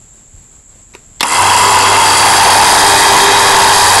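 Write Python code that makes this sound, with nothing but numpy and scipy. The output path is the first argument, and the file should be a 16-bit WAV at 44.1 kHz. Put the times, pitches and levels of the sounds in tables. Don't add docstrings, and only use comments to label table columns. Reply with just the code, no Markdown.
import sys
import numpy as np
from scipy import signal
from scipy.fft import rfft, irfft
from scipy.io import wavfile

SR = 44100
rng = np.random.default_rng(int(sys.argv[2]) if len(sys.argv) > 2 else 0)


def pcm_store(signal):
    levels = np.round(np.clip(np.atleast_2d(signal), -1, 1) * 32767)
    wavfile.write(sys.argv[1], SR, levels.astype(np.int16).T)


N = 176400

# t/s, speed/(turns per s)
SHAFT_SPEED = [(1.25, 64), (1.29, 77), (1.37, 91), (1.43, 95), (1.5, 98), (1.62, 99.3), (1.9, 98.7),
               (2.15, 99.3), (2.75, 99.5), (3.05, 99.8), (3.4, 99.8), (3.62, 98.8), (4, 97.3)]
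# t/s, f/Hz
HOUSING_PITCH = [(1.3, 982), (1.9, 950), (2.25, 917), (2.55, 890), (3.1, 885), (3.45, 925.8), (4.0, 921)]
# t/s, roar/dB, casing and friction/dB, ringing rasp/dB, bright rasp/dB
MOTOR_LEVELS = [(1.25, -17.5, -27.5, -35, -28), (1.28, -28, -28.5, -31, -23.5),
                (1.33, -20.5, -23, -23.5, -21.5), (1.41, -11.5, -20, -23.5, -19.5),
                (1.59, -11.5, -18.5, -18.5, -16.5), (1.88, -10, -18, -18.5, -19.5),
                (2.06, -12, -17, -19.5, -16), (2.44, -9.5, -15, -15, -13), (3.24, -8.5, -15, -14.5, -15.5),
                (3.27, -11, -15, -17.5, -19.5), (3.82, -8, -17, -14, -14.5), (4.0, -8, -15, -13.5, -12)]
# t/s, first/dB, third/dB, fourth/dB
LOW_HUM = [(1.25, -55, -39.5, -37.5), (1.42, -29, -40, -33.5), (1.98, -30, -38.5, -25.5),
           (2.64, -28.5, -30.5, -38), (2.8, -31.5, -24, -20.5), (3.56, -33, -31, -20),
           (4.0, -26.5, -43, -36)]
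# multiple of the shaft speed, level/dB
HIGH_HUM = [(5, -33), (6, -30), (9, -20.5), (10, -21)]
# f/Hz, width/Hz, level/dB
CASING_FAR_MODES = [(418, 97, -5), (1217, 69, 3.5), (1415, 145, -1), (1700, 210, -3.5), (2050, 86, 1.5),
                    (2667, 167, -2), (3292, 58, 1.5), (4010, 112, -9)]
CASING_NEAR_MODES = [(405, 74, -5), (1160, 154, -3.5), (1446, 190, -3.5), (1665, 120, 1.5), (1943, 144, -2),
                     (2499, 95, -4.5), (3216, 83, -2), (3850, 220, -5)]
# f/Hz, width/Hz, level/dB
PINION_RING_MODES = [(4595, 420, -4.5), (5007, 340, -3.5), (5530, 600, -12.5)]
PINION_FAR_MODES = [(7430, 880, 6.5), (8080, 690, 5.5), (8730, 240, 4), (9620, 430, 5), (10650, 980, 0.5)]
PINION_NEAR_MODES = [(6440, 640, -3), (7720, 440, 1), (8780, 260, 0.5), (9520, 164, 1), (10410, 480, -1.5),
                     (11380, 600, -5.5)]
# place/turns, rise/turns, decay/turns, steady part, spread/dB, repeating share
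HOUSING_RUB = (.16, 0.19, 0.38, 0.074, 2.06, 0.29)
CASING_RUB = (.55, 0.044, 0.46, 0.53, 1.7, 0.24)
RINGING_RUB = (.5, .05, 0.28, 0.34, 2.2, 0.19)
BRIGHT_RUB = (-.04, -0.0024, 0.26, 0.39, 1.0, 0.12)
# start/s, end/s, start f/Hz, end f/Hz, width/Hz, level/dB
CASING_WHINES = [(2.844, 3.655, 1770, 1850, 394.9, -21)]
RING_WHINES = [(1.964, 2.62, 4670, 4540, 170, -20)]
BRIGHT_WHINES = [(1.498, 2.4, 7400, 6800, 200, -24.5), (1.9, 2.45, 8000, 7300, 160, -23),
                 (2.003, 2.702, 9980, 9970, 420, -17), (2.296, 3.102, 9470, 8450, 330, -20.5)]
# f/Hz, level/dB
FRICTION_SPECTRUM = [(30, -33), (80, 2), (200, 12), (400, -1), (800, -46), (2000, -13), (6000, 16),
                     (11000, 5), (15000, -25)]
# t/s, level/dB, decay/s, tail/s, ring f/Hz, thud f/Hz, thud level/dB
CLACK_HITS = [(.937, -30, .005, .008, 2400, 900, -6), (0.943, -28, .0015, .006, 6500, 900, -10),
              (0.9497, -16.5, 0.0018, .028, 1600, 390, 12), (1.198, -21, 0.0069, .008, 3120, 900, -12),
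              (1.207, 14.5, 0.0019, 0.01, 3440, 770, 4.5), (1.229, 13, 0.004, .011, 5140, 721, 2.5)]
# f/Hz, width/Hz, level/dB
CLACK_MODES = [(190, 190, -10), (480, 240, -4.5), (992, 84, 5.5), (1180, 94, 4), (2060, 300, 2),
               (2740, 250, 2), (3620, 640, -4.5), (5140, 2000, -5.5), (7800, 1330, -8.5),
               (11000, 1800, -14.5)]
# t/s, level/dB, half length/s
BUMP_HITS = [(0.352, -33.5, .014), (0.38, -33, .008)]
# f/Hz, level/dB
BUMP_SPECTRUM = [(20, -1), (50, 3), (110, -2), (250, -26), (1000, -51.5)]
# f/Hz, level/dB
AIR_SPECTRUM = [(15, -29), (25, -3), (60, -6.5), (80, -12.5), (115, -11), (323, -23), (418, -25),
                (5390, -38), (7350, -29), (8800, -37.5), (12000, -39.5), (15600, -75), (22000, -120)]
# f/Hz, level/dB
INSECT_SPECTRUM = [(5800, -48.5), (6500, -16.5), (7050, -6), (7500, 1), (7800, -4), (8200, -18),
                   (8900, -45)]

START_S, FIRST_RASP_S, FADE_IN_S = 1.236, 1.251, 0.016
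APPROACH_START_S, APPROACH_END_S = 1.83, 2.9
ROAR_DB, CASING_DB, RING_DB, BRIGHT_DB, FRICTION_DB = 7, 9, 3.5, 4, -3.5
SURFACE_MEMORY = 0.861


def starter():
    speed, = in_time(SHAFT_SPEED)
    turns = np.cumsum(speed * (1 + .003 * drift(15.06))) / SR
    turns -= np.interp(FIRST_RASP_S, seconds(), turns)
    roar_db, casing_db, ring_db, bright_db = in_time(MOTOR_LEVELS)
    roar = housing_roar(turns, roar_db)
    rattle = casing_rattle(turns, casing_db)
    rasps = pinion_rasps(turns, ring_db, bright_db)
    friction = from_db(casing_db + FRICTION_DB) * noise(FRICTION_SPECTRUM)
    hum = shaft_hum(turns, effort=from_db(roar_db - roar_db.max()))
    fade_in = np.clip((seconds() - START_S) / FADE_IN_S, 0, 1)
    return fade_in * (roar + rattle + rasps + friction + hum)


def housing_roar(turns, db):
    pitch, = in_time(HOUSING_PITCH)
    knocks = rubbing(turns, HOUSING_RUB)
    return from_db(db + ROAR_DB) * moving_resonance(knocks, pitch, width_hz=215, skirt_hz=340)


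def casing_rattle(turns, db):
    shaking = rubbing(turns, CASING_RUB)
    rattle = from_db(db + CASING_DB) * move_closer(shaking, CASING_FAR_MODES, CASING_NEAR_MODES)
    return rattle + whines(shaking, CASING_WHINES)


def pinion_rasps(turns, ring_db, bright_db):
    ring_rub = rubbing(turns, RINGING_RUB)
    bright_rub = rubbing(turns, BRIGHT_RUB)
    ring = from_db(ring_db + RING_DB) * rms_one(body(ring_rub, PINION_RING_MODES))
    bright = from_db(bright_db + BRIGHT_DB) * move_closer(bright_rub, PINION_FAR_MODES, PINION_NEAR_MODES)
    return ring + whines(ring_rub, RING_WHINES) + bright + whines(bright_rub, BRIGHT_WHINES)


def shaft_hum(turns, effort):
    def tone(multiple, db):
        return np.sqrt(2) * from_db(db) * np.sin(2 * np.pi * (multiple * turns + rng.random()))
    first_db, third_db, fourth_db = in_time(LOW_HUM)
    low = tone(1, first_db + 5.5) + tone(3, third_db + 2) + tone(4, fourth_db + 2.5)
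    high = sum(tone(multiple, db + 1.5 * drift(2.0)) for multiple, db in HIGH_HUM)
    return low + effort * high


def rubbing(turns, shape, spots=445):
    place, rise, decay, steady, spread_db, repeats = shape
    turn, phase = np.divmod(turns - place + 2, 1)
    turn = turn.astype(int)
    strength = from_db(spread_db * rng.standard_normal(N // spots))[turn]
    roughness = rng.standard_normal((N // spots, spots))
    surface = rms_one(signal.lfilter([1], [1, -SURFACE_MEMORY], roughness, axis=0))
    spot = (phase * spots).astype(int) % spots
    grain = np.sqrt(repeats) * surface[turn, spot] + np.sqrt(1 - repeats) * rng.standard_normal(N)
    flare = np.minimum(phase / rise, 1) * np.exp(-np.maximum(phase - rise, 0) / decay)
    return (steady + strength * flare) * grain


def whines(force, rows):
    out = 0
    for start, end, start_hz, end_hz, width, db in rows:
        progress = np.clip((seconds() - start) / (end - start), 0, 1)
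        swell = np.sqrt(np.abs(np.sin(np.pi * progress)))
        pitch = start_hz + (end_hz - start_hz) * progress
        out += from_db(db) * swell * moving_resonance(force, pitch, width, skirt_hz=1.5 * width)
    return out


def move_closer(force, far, near):
    nearness = np.clip((seconds() - APPROACH_START_S) / (APPROACH_END_S - APPROACH_START_S), 0, 1)
    return rms_one((1 - nearness) * rms_one(body(force, far)) + nearness * rms_one(body(force, near)))


def clacks(crack_db=12, tail_db=-18.5):
    out = np.zeros(N)
    for start, db, decay, tail, ring_hz, thud_hz, thud_db in CLACK_HITS:
        age = np.maximum(seconds() - start, 0)
        envelope = (age > 0) * (np.exp(-age / decay) + from_db(tail_db) * np.exp(-age / tail))
        force = envelope * rng.standard_normal(N)
        force[int(start * SR)] += from_db(crack_db)
        own_modes = [(ring_hz, 500, 2.5), (thud_hz, 90, thud_db)]   # f/Hz, width/Hz, level/dB
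        out += from_db(db) * body(force, CLACK_MODES + own_modes)
    return out


def microphone_bumps():
    envelope = sum(from_db(db) * np.exp(-((seconds() - t) / half) ** 2) for t, db, half in BUMP_HITS)
    return envelope * noise(BUMP_SPECTRUM)


def outdoors(air_db=-44.5, insects_db=-43):
    air = from_db(air_db + 1.2 * drift(9.8)) * noise(AIR_SPECTRUM)
    insects = from_db(insects_db + 0.89 * drift(40)) * noise(INSECT_SPECTRUM)
    return air + insects


def resonate(force, hz, width):
    radius = np.exp(-np.pi * width / SR)
    feedback = [1, -2 * radius * np.cos(2 * np.pi * hz / SR), radius ** 2]
    return signal.lfilter(np.array([1, 0, -1]) * (1 - radius ** 2) / 2, feedback, force + 1e-18)


def body(force, modes):
    return sum((-1) ** k * from_db(db) * resonate(force, hz, width) for k, (hz, width, db) in enumerate(modes))


def moving_resonance(force, pitch, width_hz, skirt_hz):
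    spin = np.exp(2j * np.pi * np.cumsum(pitch) / SR)
    ring = force / spin
    for hz in (width_hz, skirt_hz):
        ring = signal.lfilter([1], [1, -np.exp(-np.pi * hz / SR)], ring)
    return rms_one(np.real(ring * spin))


def noise(spectrum):
    hz, db = np.transpose(spectrum)
    bins = np.maximum(np.arange(N // 2 + 1) * SR / N, 1)
    gain = from_db(np.interp(np.log(bins), np.log(hz), db))
    return rms_one(irfft(rfft(rng.standard_normal(N)) * gain, N))


def drift(rate_hz):
    bins = np.arange(N // 2 + 1) * SR / N
    return rms_one(irfft(rfft(rng.standard_normal(N)) / (1 + (bins / rate_hz) ** 2) ** 2, N))


def in_time(rows):
    times, *columns = np.transpose(rows)
    return [np.interp(seconds(), times, column) for column in columns]


def seconds():
    return np.arange(N) / SR


def from_db(db):
    return 10 ** (np.asarray(db) / 20)


def rms_one(x):
    return x / np.sqrt(np.mean(x ** 2) + 1e-20)


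def saturate(x, top, knee):
    return x / (1 + np.abs(x / top) ** knee) ** (1 / knee)


def scene():
    return (starter() + clacks() + microphone_bumps() + outdoors())[None]


def record(dry, input_band_hz=11800, cutoff_hz=15650):
    narrow = signal.sosfilt(signal.ellip(10, .2, 70, input_band_hz, fs=SR, output="sos"), dry)
    flat = saturate(narrow, top=0.74, knee=2.74)
    smooth = signal.sosfiltfilt(signal.ellip(8, .1, 50, input_band_hz, fs=SR, output="sos"), flat)
    rounded = saturate(smooth, top=0.69, knee=6.1)
    return signal.sosfilt(signal.ellip(10, .1, 70, cutoff_hz, fs=SR, output="sos"), rounded)


dry = scene()
out = record(dry)
pcm_store(out)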